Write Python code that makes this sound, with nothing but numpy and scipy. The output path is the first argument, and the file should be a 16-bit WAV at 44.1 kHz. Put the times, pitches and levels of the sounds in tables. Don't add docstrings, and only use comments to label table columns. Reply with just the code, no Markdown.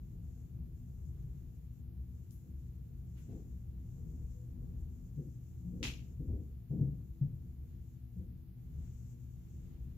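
import sys
import numpy as np
from scipy import signal
from scipy.fft import rfft, irfft, next_fast_len
from scipy.io import wavfile
from scipy.ndimage import uniform_filter1d, map_coordinates

SR = 44100
rng = np.random.default_rng(int(sys.argv[2]) if len(sys.argv) > 2 else 0)


def undo_db(level):
    steps = np.asarray(level, float) / 20
    return 10 ** steps


def waveform_to_disk(signal):
    frames = np.transpose(np.atleast_2d(signal))
    scaled = np.clip(frames, -1, 1) * 32767
    samples = np.round(scaled).astype(np.int16)
    wavfile.write(sys.argv[1], SR, samples)


N = 439677

# (frequency [Hz], relative density [dB per Hz])
RUMBLE_SPECTRUM = [(13, -50), (22, -10.5), (59, -2), (76, -2.5), (92, -8.5), (124, -12), (156, -9.5),
                   (187, -17.5), (204, -30), (239, -18.5), (270, -27.5), (328, -29.5), (484, -39),
                   (558, -47), (1500, -63), (1950, -84.5), (3300, -120)]
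# (frequency [Hz], full width at -6 dB [Hz], rms before port lean [dB])
HUMS = [(66.24, 7.4, -53), (121, 17.4, -54), (179.4, 15, -63.5), (239.4, 7.3, -69), (329.3, 5.4, -75),
        (471.4, 13, -88), (693, 5.3, -93), (779, 6.9, -97)]
# (time [s], level before spread [dB], favoured pitch [Hz], knock re blow [dB], edge re blow [dB])
BUMPS = [(2.432, -38, 78, -23, -53), (3.28, -41, 100, -7, -27), (3.318, -39.5, 78, -6, -29.5),
         (5.17, -33.5, 139, -13, -54), (5.648, -35.5, 180, -22.5, -47), (5.728, -35, 180, -11.5, -50),
         (5.8, -36, 59, -7, -47), (5.84, -43.5, 108, -7.5, -22.5), (6.193, -32.5, 142, -13.5, -50),
         (6.277, -23, 75.6, -22, -44), (6.32, -32, 77.6, -12.5, -42), (6.702, -28, 139.7, -13.5, -38.5),
         (6.726, -30.5, 175, -14.5, -43.5), (6.785, -27.5, 121, -13.5, -40),
         (6.808, -23, 137.3, -25.5, -53.5), (6.857, -37.5, 133.4, -27, -50), (7.21, -25, 138, -27.5, -53),
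         (7.255, -33.5, 77.5, -26, -54), (8.157, -38.5, 177.3, -20, -64), (8.181, -30.5, 79.6, -23.5, -50)]
# (frequency [Hz], t60 [s])
COUNTER_MODES = [(59, .14), (78, 0.14), (104, 0.2), (121, 0.092), (138, .17), (180, 0.22)]
# (frequency [Hz], relative density [dB per Hz])
KNOCK_SPECTRUM = [(120, -21.5), (200, 2), (260, 4), (340, -3), (430, -8.5), (510, -10), (600, -32.5),
                  (800, -36)]
# (frequency [Hz], relative density [dB per Hz])
EDGE_SPECTRUM = [(450, -13.5), (650, 7.5), (950, -10), (1300, -22.5)]
# (time [s], level [dB], treble lift [dB per octave], crack re tick [dB], left over right [dB])
TICKS = [(2.308, -55.5, 18.5, 6, 6), (3.1687, -63, 17, -8, 7), (3.172, -57.5, -11.5, -11, 1),
         (5.829, -28.5, -3, -4.5, 2.5)]
# (frequency [Hz], relative density [dB per Hz])
PLASTIC_SPECTRUM = [(700, -22.5), (1300, -13), (1750, -14), (2050, -8.5), (2400, -1), (2750, 1), (3300, -2),
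                    (4100, -4.5), (4800, -6.5), (6000, -4.5), (7200, -5), (8300, -18.5), (11500, -10.5),
                    (15600, -34.5)]
# (frequency [Hz], t60 [s])
ROOM_T60 = [(300, 0.54), (1200, 0.31), (1900, 0.35), (2500, 0.35), (3500, 0.33), (6500, 0.35),
            (10000, 0.28), (15000, 0.48)]
# (delay [s], level re tick [dB])
LID_RATTLE = [(0.0105, -9.5), (0.02, -11), (.031, -17), (.049, -11.5)]
# (time [s], level before flicker and lean [dB])
RUSTLE_LEVEL = [(0.0, -88.5), (0.4, -82), (0.56, -90.5), (1.02, -82.5), (1.5, -88.5), (1.95, -91.5),
                (2.2, -84.5), (3.0, -88), (3.2, -80), (3.68, -85.5), (3.74, -87.5), (3.95, -81.5),
                (4.38, -80.5), (4.52, -87.5), (4.95, -83.5), (5.0, -82), (5.7, -83), (6.2, -84.5),
                (6.7, -89.5), (7.4, -89.5), (8.55, -94.5), (8.8, -79), (9.05, -77), (9.17, -81.5),
                (9.43, -84), (9.5, -80), (9.8, -87), (9.97, -90)]
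# (frequency [Hz], relative density [dB per Hz])
RUSTLE_SPECTRUM = [(4500, -14.5), (5800, 0.5), (7000, 7), (7800, 1), (8300, -11), (10500, -21.5),
                   (12500, -15), (15500, -32)]
# (peak time [s], peak level before flicker and gain [dB], 20 dB rise [s], 20 dB fall [s])
RUBS = [(1.3, -98, .2, .3), (3.17, -80.5, .02, 0.17), (3.32, -88, .05, 0.27), (7.75, -93, 0.196, 0.26),
        (8.85, -87, 0.24, 0.3), (9.75, -88, 0.6, 0.33)]
# (frequency [Hz], relative density [dB per Hz])
RUB_SPECTRUM = [(600, -12.5), (1000, -0.5), (1700, -1), (2600, -1), (3800, -4.5), (5000, -9.5),
                (7000, -15.5)]
# (start [s], end [s], frequency [Hz], level before swell and lean [dB])
FAINT_TONES = [(3.913, 4.212, 468, -74.5), (4.265, 4.54, 492, -69)]
# (frequency [Hz], relative density [dB per Hz])
HISS_SPECTRUM = [(410, -34.5), (700, -3), (747, -8.5), (920, -10), (1340, -10), (2110, -12), (2630, -12.5),
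                 (3000, -14), (4260, -15), (5380, -16.5), (8160, -25), (12100, -6.5), (15600, -6.5)]
# (frequency [Hz], left-right correlation [-1 to 1])
LIKENESS = [(60, 0.99), (180, 0.85), (550, 0.63), (1650, 0.78), (4970, 0.95), (15000, 0.01)]
# (frequency [Hz], left over right [dB])
PORT_LEAN = [(60, 2), (130, 3), (290, 3), (1000, 0)]

LEFT_LEAD_SAMPLES = 6


def unit(x):
    return x / np.sqrt(np.mean(x ** 2) + 1e-20)


def along(points, hz):
    point_hz, values = np.transpose(points)
    return np.interp(np.log(hz + 1), np.log(point_hz + 1), values)


def closed(points):
    return lambda hz: undo_db(along(points, hz)) * (hz > points[0][0]) * (hz < points[-1][0])


def wobble(knots_per_s):
    knots = rng.standard_normal(int(N * knots_per_s / SR) + 4)
    return map_coordinates(knots, [np.arange(N) * knots_per_s / SR])


def filtered(x, response):
    n = x.shape[-1]
    padded = next_fast_len(n + 8192)
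    return irfft(rfft(x, padded) * response(np.fft.rfftfreq(padded, 1 / SR)), padded)[..., :n]


def noise(response, size=N):
    return unit(filtered(rng.standard_normal((2, size)), response))


def spread(pair):
    def mid_side_gain(hz):
        angle = np.arccos(np.clip(along(LIKENESS, hz), -1, 1)) / 2
        return np.array([np.cos(angle), np.sin(angle)])

    def port_gain(hz):
        left = undo_db(along(PORT_LEAN, hz) / 2) * np.exp(1j * np.pi * hz * LEFT_LEAD_SAMPLES / SR)
        return np.array([left, 1 / left])

    mid, side = filtered(pair, mid_side_gain)
    return filtered(np.array([mid + side, mid - side]), port_gain)


def air_unit():
    rumble_db = -48.5 + 1.5 * wobble(1.5) + 2.4 * wobble(5)
    rumble = undo_db(rumble_db) * noise(closed(RUMBLE_SPECTRUM))
    hums = sum(undo_db(db) * noise(lambda f: 1 / (1 + (2 * (f - hz) / width_hz) ** 2))
               for hz, width_hz, db in HUMS)
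    return spread(rumble + hums)


def bumps():
    push_s, blur_rise_s, knock_rise_s = 0.004, 0.011, 0.0063
    blur_t60_s, knock_t60_s = 0.64, 0.5
    off_pitch_db_per_octave = -68.5
    blur_db = -11
    out = np.zeros((2, N + SR))
    t = np.arange(SR // 2) / SR
    for s, db, hz, knock_db, edge_db in BUMPS:
        modes = sum(np.sin(2 * np.pi * f * t)
                    * undo_db(off_pitch_db_per_octave * abs(np.log2(f / hz)) - 60 * t / t60)
                    for f, t60 in COUNTER_MODES)
        ring = -modes * (1 - np.exp(-t / push_s)) ** 2
        blur = noise(lambda f: 1 / (1 + ((f - hz) / 45) ** 2) ** 2, size=len(t))
        blur = blur * undo_db(blur_db - 60 * t / blur_t60_s) * (1 - np.exp(-t / blur_rise_s))
        knock = undo_db(knock_db - 60 * t / knock_t60_s) * noise(closed(KNOCK_SPECTRUM), size=len(t))
        edge = undo_db(edge_db - 60 * t / knock_t60_s) * noise(closed(EDGE_SPECTRUM), size=len(t))
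        impact = (knock + edge) * (1 - np.exp(-t / knock_rise_s)) ** 2
        blow = ring * [[1.3], [0.2]] + blur + impact
        out[:, round(s * SR):][:, :len(t)] += undo_db(db) * blow
    return spread(out[:, :N] * [[1], [0.6]])


def plastic_tail(colour, hz, frames, z, size):
    fade = undo_db(-60 * frames / along(ROOM_T60, hz)[:, None])
    rise_s = 0.005 + 0.01 * hz[:, None] / 12000
    build = 1 - np.exp(-(frames + 0.002) / rise_s)
    lumps = undo_db(2.5 * unit(uniform_filter1d(rng.standard_normal(z.shape), size=12, axis=1)))
    shaped = z * colour[:, None] * fade * build * lumps
    return unit(signal.istft(shaped, SR, nperseg=256)[1][:, :size])


def ticks():
    burst_t60_s, tail_db, tail_rise_s = 0.019, -23.0, 0.0021
    out = np.zeros((2, N + SR))
    t = np.arange(SR // 2 + 128) / SR
    for s, db, lift_db, crack_db, pan_db in TICKS:
        hz, frames, z = signal.stft(rng.standard_normal((2, len(t))), SR, nperseg=256)
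        colour = undo_db(along(PLASTIC_SPECTRUM, hz) + lift_db * np.log2(hz / 3000 + 0.097))
        colour = colour / np.sqrt(np.mean(colour ** 2))
        tail = plastic_tail(colour, hz, frames, z, len(t))
        tail = undo_db(tail_db) * tail * (1 - np.exp(-t / tail_rise_s))
        bursts = sum(undo_db(level_db - 60 * np.abs(t - delay_s) / burst_t60_s) * (t >= delay_s)
                     for delay_s, level_db in [(0, crack_db), *LID_RATTLE])
        dulled = lambda f: np.interp(f, hz, colour) / (1 + (f / 7000) ** 4)
        contacts = filtered(rng.standard_normal((2, len(t))), dulled) * bursts
        gain = undo_db(db + pan_db / 2 * np.array([[1], [-1]]))
        out[:, round(s * SR):][:, :len(t)] += gain * (tail + contacts)
    return out[:, :N]


def rustle():
    flicker_below_db, flicker_db_per_db = -83, 0.41
    t = np.arange(N) / SR
    level_db = np.interp(t, *np.transpose(RUSTLE_LEVEL))
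    faint_db = np.clip(flicker_below_db - level_db, 0, None)
    level_db = level_db + flicker_db_per_db * faint_db * wobble(10) + 1.5 * wobble(25)
    return undo_db(level_db) * noise(closed(RUSTLE_SPECTRUM)) * undo_db([[4.5], [-4.5]])


def rubs():
    floor_db = -92.5
    t = np.arange(N) / SR
    level = undo_db(floor_db) + sum(undo_db(db - 20 * np.maximum((s - t) / rise_s, (t - s) / fall_s))
                                for s, db, rise_s, fall_s in RUBS)
    return level * undo_db(1.0 * wobble(11)) * noise(closed(RUB_SPECTRUM)) * undo_db([[3.5], [2.5]])


def faint_tones():
    t = np.arange(N) / SR
    swell = lambda start, end: np.sin(np.pi * np.clip((t - start) / (end - start), 0, 1))
    tone = lambda hz: noise(lambda f: 1 / (1 + ((f - hz) / 6) ** 2))
    return spread(sum(undo_db(db) * swell(start, end) * tone(hz) for start, end, hz, db in FAINT_TONES))


def microphone_hiss():
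    return undo_db(-78) * noise(closed(HISS_SPECTRUM)) * undo_db([[-0.4], [0.4]])


def scene():
    return air_unit() + bumps() + ticks() + rustle() + rubs() + faint_tones()


def band_limit(x):
    return signal.sosfilt(signal.butter(12, 15780, fs=SR, output="sos"), x)


def record(dry):
    mics = filtered(dry + microphone_hiss(), lambda hz: hz ** 4 / (hz ** 4 + 30 ** 4))
    return band_limit(mics)


dry = scene()
out = record(dry)
waveform_to_disk(out)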